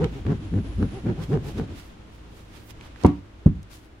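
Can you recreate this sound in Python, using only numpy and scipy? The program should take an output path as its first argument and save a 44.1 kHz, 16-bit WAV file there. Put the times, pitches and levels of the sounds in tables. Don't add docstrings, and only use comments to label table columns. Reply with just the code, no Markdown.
import sys
import numpy as np
from scipy import signal
from scipy.fft import rfft, irfft, next_fast_len
from scipy.io import wavfile
from scipy.ndimage import map_coordinates

SR = 44100
rng = np.random.default_rng(int(sys.argv[2]) if len(sys.argv) > 2 else 0)


def put_to_file(sound):
    columns = np.atleast_2d(sound).T
    safe = np.clip(columns, -1, 1)
    whole_steps = np.round(safe * 32767)
    wavfile.write(sys.argv[1], SR, whole_steps.astype(np.int16))


N = 176400

# t/s, length/s, weave f/Hz at top speed, level/dB, grit/dB, lift of every third harmonic/dB
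PUSHES = [(-.024, 0.11, 166.7, -23, 8, 13.5), (0.245, 0.12, 144.7, -19, 2.5, -1.5),
          (.508, .115, 103.1, -19.5, -4.5, -0.5), (0.773, .105, 100.8, -22.5, 2.5, 4),
          (1.027, .122, 125.3, -23.5, 6.5, 3.5), (1.281, 0.12, 152.3, -19, 3.5, 4.5),
          (1.542, 0.12, 151.1, -24.5, 4, 1)]
RETURNS = [(.106, 0.12, 139.1, -32.5, -13, 5), (.381, 0.12, 109.5, -35, -21.5, 10),
           (.632, .118, 117.3, -44.5, 2, 10), (.897, 0.13, 131.6, -36, -0.5, 7),
           (1.148, .122, 169.6, -32, 6, 1), (1.41, .13, 145.3, -32.5, 5, -1.5),
           (1.665, 0.11, 116.4, -41, -0.5, 3.5)]
# level/dB of harmonics 1, 2, 3 ...
PUSH_RIPPLE_DB = [-3, -6, 0, -6, -2, -9, -9.5, -5.5, -21]
RETURN_RIPPLE_DB = [-2.5, -9, 2, -5, -3, 3.5, 0.5, -22, -1]
TABLE_RESPONSE = [(25, -34), (38, -18), (50, 3), (80, 0), (150, 2.5), (225, -2), (300, -6.5), (460, -14),
                  (610, -23.5), (780, -22), (1100, -28.5), (1500, -27.5), (3000, -44), (6000, -53.5),
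                  (15000, -79)]
SCRAPE_BALANCE = [(60, 1.5), (180, 1), (550, -3), (1500, 1)]  # f/Hz, left-right/dB
SWAY_LEVEL = [(0, -42), (.75, -35), (1.05, -47.5), (1.72, -38), (1.85, -57), (4, -75)]
SWAY_COLOUR = [(20, -27.5), (38, -9.5), (54, 3), (75, 3.5), (100, 7), (150, -32), (290, -8.5), (450, -36),
               (1000, -62.5)]
DRONE_LEVEL = [(0, -39), (.85, -34.5), (1, -44.5), (1.55, -43.5), (1.9, -60)]
RUB_LEVEL = [(0, -43.5), (.5, -46.5), (1, -46), (1.7, -47), (1.95, -49.5), (2.5, -50.5), (2.75, -49),
             (3.1, -49.5), (3.25, -54), (3.6, -53), (4, -59.5)]
RUB_COLOUR = [(200, 17.5), (700, 5), (1800, -2), (3200, -1.5), (4500, -9), (7000, -13.5), (8500, -19.5),
              (11000, -20.5), (12200, -33), (15500, -44.5)]
FLOOR_COLOUR = [(20, -29.5), (59, 2), (76, 1.5), (109, 4), (140, -24), (202, -9.5), (372, -11.5),
                (725, -18.5), (1400, -20), (3350, -29.5), (15500, -52.5)]
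HUM_TONES = [(26.9, -61), (53.8, -52), (107.7, -76.5), (312, -61.5)]  # f/Hz, level/dB
CLICKS = [(0.043, -18.5, 2030, -4), (0.266, -25.5, 1310, 5), (.827, -28.5, 1360, -3),
          (1.339, -31, 2000, -6), (2.81, -32, 2180, -1), (2.96, -36, 1480, 2), (3.036, -31.5, 4460, -2),
          (3.049, -30, 2930, 4), (3.048, -15, 900, -4), (3.0625, -30, 5560, 2), (3.0652, -29.5, 4930, -1),
          (3.462, -39.5, 4040, 2), (3.63, -41.5, 6600, 0)]
# peak t/s, rise/s, fall/s, level/dB, treble tilt/(dB/oct), left-right/dB
RUSTLES_AND_RATTLES = [(.16, 0.14, 0.092, -64, 19, -10), (.93, 0.44, 0.26, -53.5, -3.5, -3.5),
                       (1.236, 0.036, 0.024, -44, -1, -6), (1.315, 0.058, 0.06, -53.5, 0, -7),
                       (1.484, 0.048, 0.056, -45, 0.5, -4), (1.584, 0.027, 0.034, -42.5, -2.5, -2),
                       (1.78, 0.05, 0.094, -47.5, 0, -4), (1.87, .05, .055, -69, 8, -1),
                       (2.152, 0.088, 0.083, -61.5, 0.5, -3), (2.385, 0.087, 0.07, -57, 2.5, -4.5),
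                       (2.57, 0.082, 0.07, -50.5, -0.5, -5.5), (2.68, 0.054, 0.035, -56, 15, -13),
                       (2.708, 0.019, .01, -46, 0.5, -8), (2.86, 0.086, 0.043, -50, -2.5, -3),
                       (3.019, 0.061, 0.13, -49, -3, -8), (3.062, 0.0076, 0.051, -37.5, -11, 9),
                       (3.466, .004, 0.038, -44, -9, 2), (3.711, 0.012, 0.019, -53, 0, 6.5),
                       (3.738, 0.026, 0.058, -48, 2.5, 1), (3.845, 0.032, 0.045, -63, 1.5, 6)]
GRAIN_COLOUR = [(300, 5.5), (1200, 8.5), (3000, 7.5), (5500, 3), (8000, -2), (11000, -3), (13000, -7),
                (15500, -9)]
WHISTLE_TRACK = [(.2, 10200, -91), (.45, 10030, -75), (.65, 10030, -71), (.93, 9850, -66.5),
                 (1.08, 10050, -78), (1.2, 10000, -91)]
SNAGS = [(0.253, -27), (0.265, -23.5), (.329, -22.5), (.540, -24.5), (0.588, -24.5), (.828, -16),
         (1.045, -41), (1.299, -35), (1.374, -20.5), (1.598, -17)]
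# t/s, level/dB, high-pass f/Hz, low-pass f/Hz, ring/dB, ring corner f/Hz, t60 factor
BLOWS = [(3.0358, -17.5, 250, 1520, -9.5, 1500, 1), (3.0467, -0.5, 130, 1200, -5, 1400, 1),
         (3.057, -12.5, 69.4, 603, -6, 605, 1), (3.4592, -3, 60, 300, -2.5, 210, 0.69)]
TABLE_MODES = [(78.6, -1.5, 0.11), (89.45, -15, 0.8), (149.6, -5.5, 0.22), (176.7, -3.5, 0.12),
               (268, -11, 0.15), (290.6, -7, 0.24), (356, -17.5, 0.25), (441, -27, 0.16), (747, -4, 0.048),
               (943, -3.5, 0.046), (1128, -19.5, 0.19)]
THUD_COLOUR = [(30, -23), (100, 9), (220, 11), (400, 13), (580, -6.5), (900, -4), (1400, -16),
               (3000, -11.5), (8000, -34)]
BLOW_BALANCE = [(60, -1), (300, -1.5), (600, 3), (1200, -1), (3000, -7)]  # f/Hz, left-right/dB
STEREO_COHERENCE = [(60, 0.98), (300, 0.78), (600, 0.033), (1200, 0), (2500, 0), (12000, 0)]  # f/Hz, left-right correlation
ROOM_DECAY = [(80, 0.45), (400, 0.14), (2000, 0.34), (12000, 0.061)]  # f/Hz, t60/s

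TOP_HZ = 15800


def amp(db):
    return 10 ** (np.asarray(db) / 20)


def unit(x):
    return x / np.sqrt(np.mean(x ** 2) + 1e-20)


def along(points, hz):
    f, v = np.transpose(points)
    return np.interp(np.log(hz + 1), np.log(f + 1), v)


def clock():
    return np.arange(N) / SR


def curves(rows):
    s, *cols = np.transpose(rows)
    return [np.interp(clock(), s, c) for c in cols]


def wobble(rate_hz):
    return map_coordinates(rng.standard_normal(8192), [clock() * rate_hz], mode="wrap")


def filtered(x, response):
    n = x.shape[-1]
    m = next_fast_len(n + 8192)
    return irfft(rfft(x, m) * response(np.fft.rfftfreq(m, 1 / SR)), m)[..., :n]


def butter(x, order, hz, kind):
    return signal.sosfilt(signal.butter(order, hz, kind, fs=SR, output="sos"), x)


def impulse(colour, size=8192):
    cepstrum = irfft(np.log(amp(along(colour, np.fft.rfftfreq(size, 1 / SR)))))
    cepstrum[1:size // 2] *= 2
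    cepstrum[size // 2 + 1:] = 0
    h = irfft(np.exp(rfft(cepstrum)))
    return h / np.linalg.norm(h)


def spread(pair):
    turn = lambda hz: np.arccos(np.clip(along(STEREO_COHERENCE, hz), -1, 1)) / 2
    mid, side = filtered(pair, lambda hz: np.array([np.cos(turn(hz)), np.sin(turn(hz))]))
    return np.array([mid + side, mid - side])


def noise(colour):
    return unit(filtered(spread(rng.standard_normal((2, N))), lambda hz: amp(along(colour, hz))))


def pan(db):
    return amp(np.array([[db], [-db]]) / 2)


def balance(x, points):
    return filtered(x, lambda hz: amp(along(points, hz) * np.array([[.5], [-.5]])))


def add(out, s, x):
    part = out[..., max(round(s * SR), 0):][..., :x.shape[-1]]
    part += x[..., :part.shape[-1]]


def room(x, wet_db):
    hz, t, spectra = signal.stft(rng.standard_normal((2, SR // 2)), SR, nperseg=256)
    decay = amp(-60 * t / along(ROOM_DECAY, hz)[:, None])
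    tail = spread(signal.istft(spectra * decay, SR, nperseg=256)[1])
    return x + amp(wet_db) * signal.fftconvolve(x, tail / np.linalg.norm(tail[0]), axes=1)[:, :N]


def arch(start_s, length_s, skew=1):
    u = (clock() - start_s) / length_s
    inside, out = (u > 0) & (u < 1), np.zeros(N)
    out[inside] = np.abs(np.sin(np.pi * u[inside] ** skew))
    return out


def rasp(grit, catches_per_s=900, scatter_db=6, gain_db=-4.5):
    catches = (rng.random((2, N)) < catches_per_s / SR) * amp(scatter_db * rng.standard_normal((2, N)))
    catches *= rng.choice([-1, 1], (2, N))
    drive = spread(unit(catches)) * grit
    body = signal.fftconvolve(drive, impulse(TABLE_RESPONSE)[None], axes=1)[:, :N]
    return amp(gain_db) * butter(body, 1, 130, "high")


def strokes(rows, ripple_db, wander=0.014, flutter_db=1.8):
    pitch_hz, force, grit, tilt_db_oct, third_db = np.zeros((5, N))
    for start_s, length_s, hz, db, grit_db, lift_db in rows:
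        swing = arch(start_s, length_s)
        pitch_hz = np.maximum(pitch_hz, hz * arch(start_s, length_s, skew=1.15) ** 0.55)
        force += amp(db) * swing ** 1.06
        grit += amp(db + grit_db) * swing ** 3.7
        tilt_db_oct += 0.24 * grit_db * swing
        third_db += lift_db * np.sqrt(swing)
    phase = 2 * np.pi * np.cumsum(pitch_hz * (1 + wander * wobble(90))) / SR
    ripple = np.zeros(N)
    for k, db in enumerate(ripple_db, 1):
        drive_db = db + tilt_db_oct * np.log2(k) + third_db * (k % 3 == 0) + flutter_db * wobble(70)
        table_db = along(TABLE_RESPONSE, k * pitch_hz)
        ripple += amp(drive_db + table_db) * np.sin(k * phase + rng.uniform(0, 2 * np.pi))
    return force * ripple + rasp(grit)


def cloth_hiss(stroke_lift_db=3.5):
    speed = sum(arch(start_s, length_s) for start_s, length_s, *_ in PUSHES + RETURNS)
    return amp(curves(RUB_LEVEL)[0] + stroke_lift_db * speed + wobble(44.2)) * noise(RUB_COLOUR)


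def drone(hz=55.2):
    phase = 2 * np.pi * hz * clock() + 0.55 * wobble(4)
    return amp(curves(DRONE_LEVEL)[0]) * np.sqrt(2) * np.sin(phase)


def table_sway():
    return amp(curves(SWAY_LEVEL)[0]) * noise(SWAY_COLOUR)


def background(floor_db=-49.5):
    hum = sum(amp(db) * np.sqrt(2) * np.sin(2 * np.pi * hz * clock() + 0.29 * wobble(1.8))
              for hz, db in HUM_TONES)
    return amp(floor_db) * noise(FLOOR_COLOUR) + hum


def clicks(t60_s=0.014, band_oct=(-1.3, 0.75), gain_db=10):
    out, t = np.zeros((2, N)), clock()[:4096]
    for s, db, hz, side_db in CLICKS:
        edges_hz = np.minimum(hz * 2 ** np.array(band_oct), [SR / 3, TOP_HZ])
        burst = rng.standard_normal((2, len(t))) * amp(-60 * t / t60_s)
        snap = butter(burst, 2, edges_hz, "band")
        add(out, s, amp(db + gain_db) * snap / np.linalg.norm(snap[0]) * pan(side_db))
    return room(out, wet_db=-13)


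def rustles_and_rattles(grain_db=1.5, flutter_db=0.75):
    out, t = np.zeros((2, N)), clock()
    grains = unit(noise(GRAIN_COLOUR) * amp(grain_db * wobble(700) + flutter_db * wobble(60)))
    for peak_s, rise_s, fall_s, db, tilt_db_oct, side_db in RUSTLES_AND_RATTLES:
        span = (t > peak_s - 3 * rise_s) & (t < peak_s + 3 * fall_s)
        lag_s = t[span] - peak_s
        swell = np.exp(-1.6 * np.abs(lag_s / np.where(lag_s < 0, rise_s, fall_s)) ** 1.17)
        tilt = lambda hz: amp(tilt_db_oct * np.log2(np.maximum(hz, 1000) / 1000))
        texture = unit(filtered(grains[:, span], tilt))
        add(out, t[span][0], amp(db) * swell * texture * pan(side_db))
    return out


def whistle(width_hz=280):
    hz, db = curves(WHISTLE_TRACK)
    fuzz = wobble(width_hz) + 1j * wobble(width_hz)
    tone = unit(np.real(fuzz * np.exp(2j * np.pi * np.cumsum(hz) / SR)))
    gate = db > db[-1]
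    return amp(db) * gate * tone * pan(5.5)


def snags():
    out = np.zeros((2, N))
    tick = butter(impulse(TABLE_RESPONSE), 2, 142, "high")
    for s, db in SNAGS:
        add(out, s, amp(db) * tick / np.abs(tick).max())
    return out


def thumps(heave_hz=104.3, heave_t60_s=0.052, thud_t60_s=0.064, attack_s=0.0009):
    out, t = np.zeros((2, N)), clock()[:SR]
    heave = amp(1.5 - 60 * t / heave_t60_s) * np.sin(2 * np.pi * heave_hz * t)
    thud_decay = amp(-60 * t / thud_t60_s)
    for s, db, low_hz, high_hz, ring_db, corner_hz, sustain in BLOWS:
        ring = np.zeros(SR)
        for hz, mode_db, t60_s in TABLE_MODES:
            drive = amp(mode_db + ring_db) / np.hypot(1, (hz / corner_hz) ** 2)
            ring += drive * amp(-60 * t / (sustain * t60_s)) * np.sin(2 * np.pi * hz * t)
        thud = noise(THUD_COLOUR)[:, :SR] * thud_decay
        thud *= amp(-2) * np.linalg.norm(thud_decay) / np.linalg.norm(thud[0])
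        blow = (thud - heave - ring) * (1 - np.exp(-t / attack_s))
        blow = butter(blow, 1, low_hz, "high")
        add(out, s, amp(db) * butter(blow, 2, high_hz, "low"))
    out = butter(out, 4, 43.3, "high")
    return balance(room(out, wet_db=-13), BLOW_BALANCE)


def scene():
    tip = strokes(PUSHES, PUSH_RIPPLE_DB) + strokes(RETURNS, RETURN_RIPPLE_DB) + snags()
    scraping = balance(room(tip, wet_db=-12.5), SCRAPE_BALANCE)
    beds = cloth_hiss() + drone() + table_sway() + background()
    return scraping + beds + clicks() + rustles_and_rattles() + whistle() + thumps()


def record(dry):
    ceiling, fade_s = 0.97, 0.00066
    limited = dry / (1 + np.abs(dry / ceiling) ** 6) ** (1 / 6)
    return filtered(limited * np.minimum(clock() / fade_s, 1), lambda hz: hz < TOP_HZ)


dry = scene()
out = record(dry)
put_to_file(out)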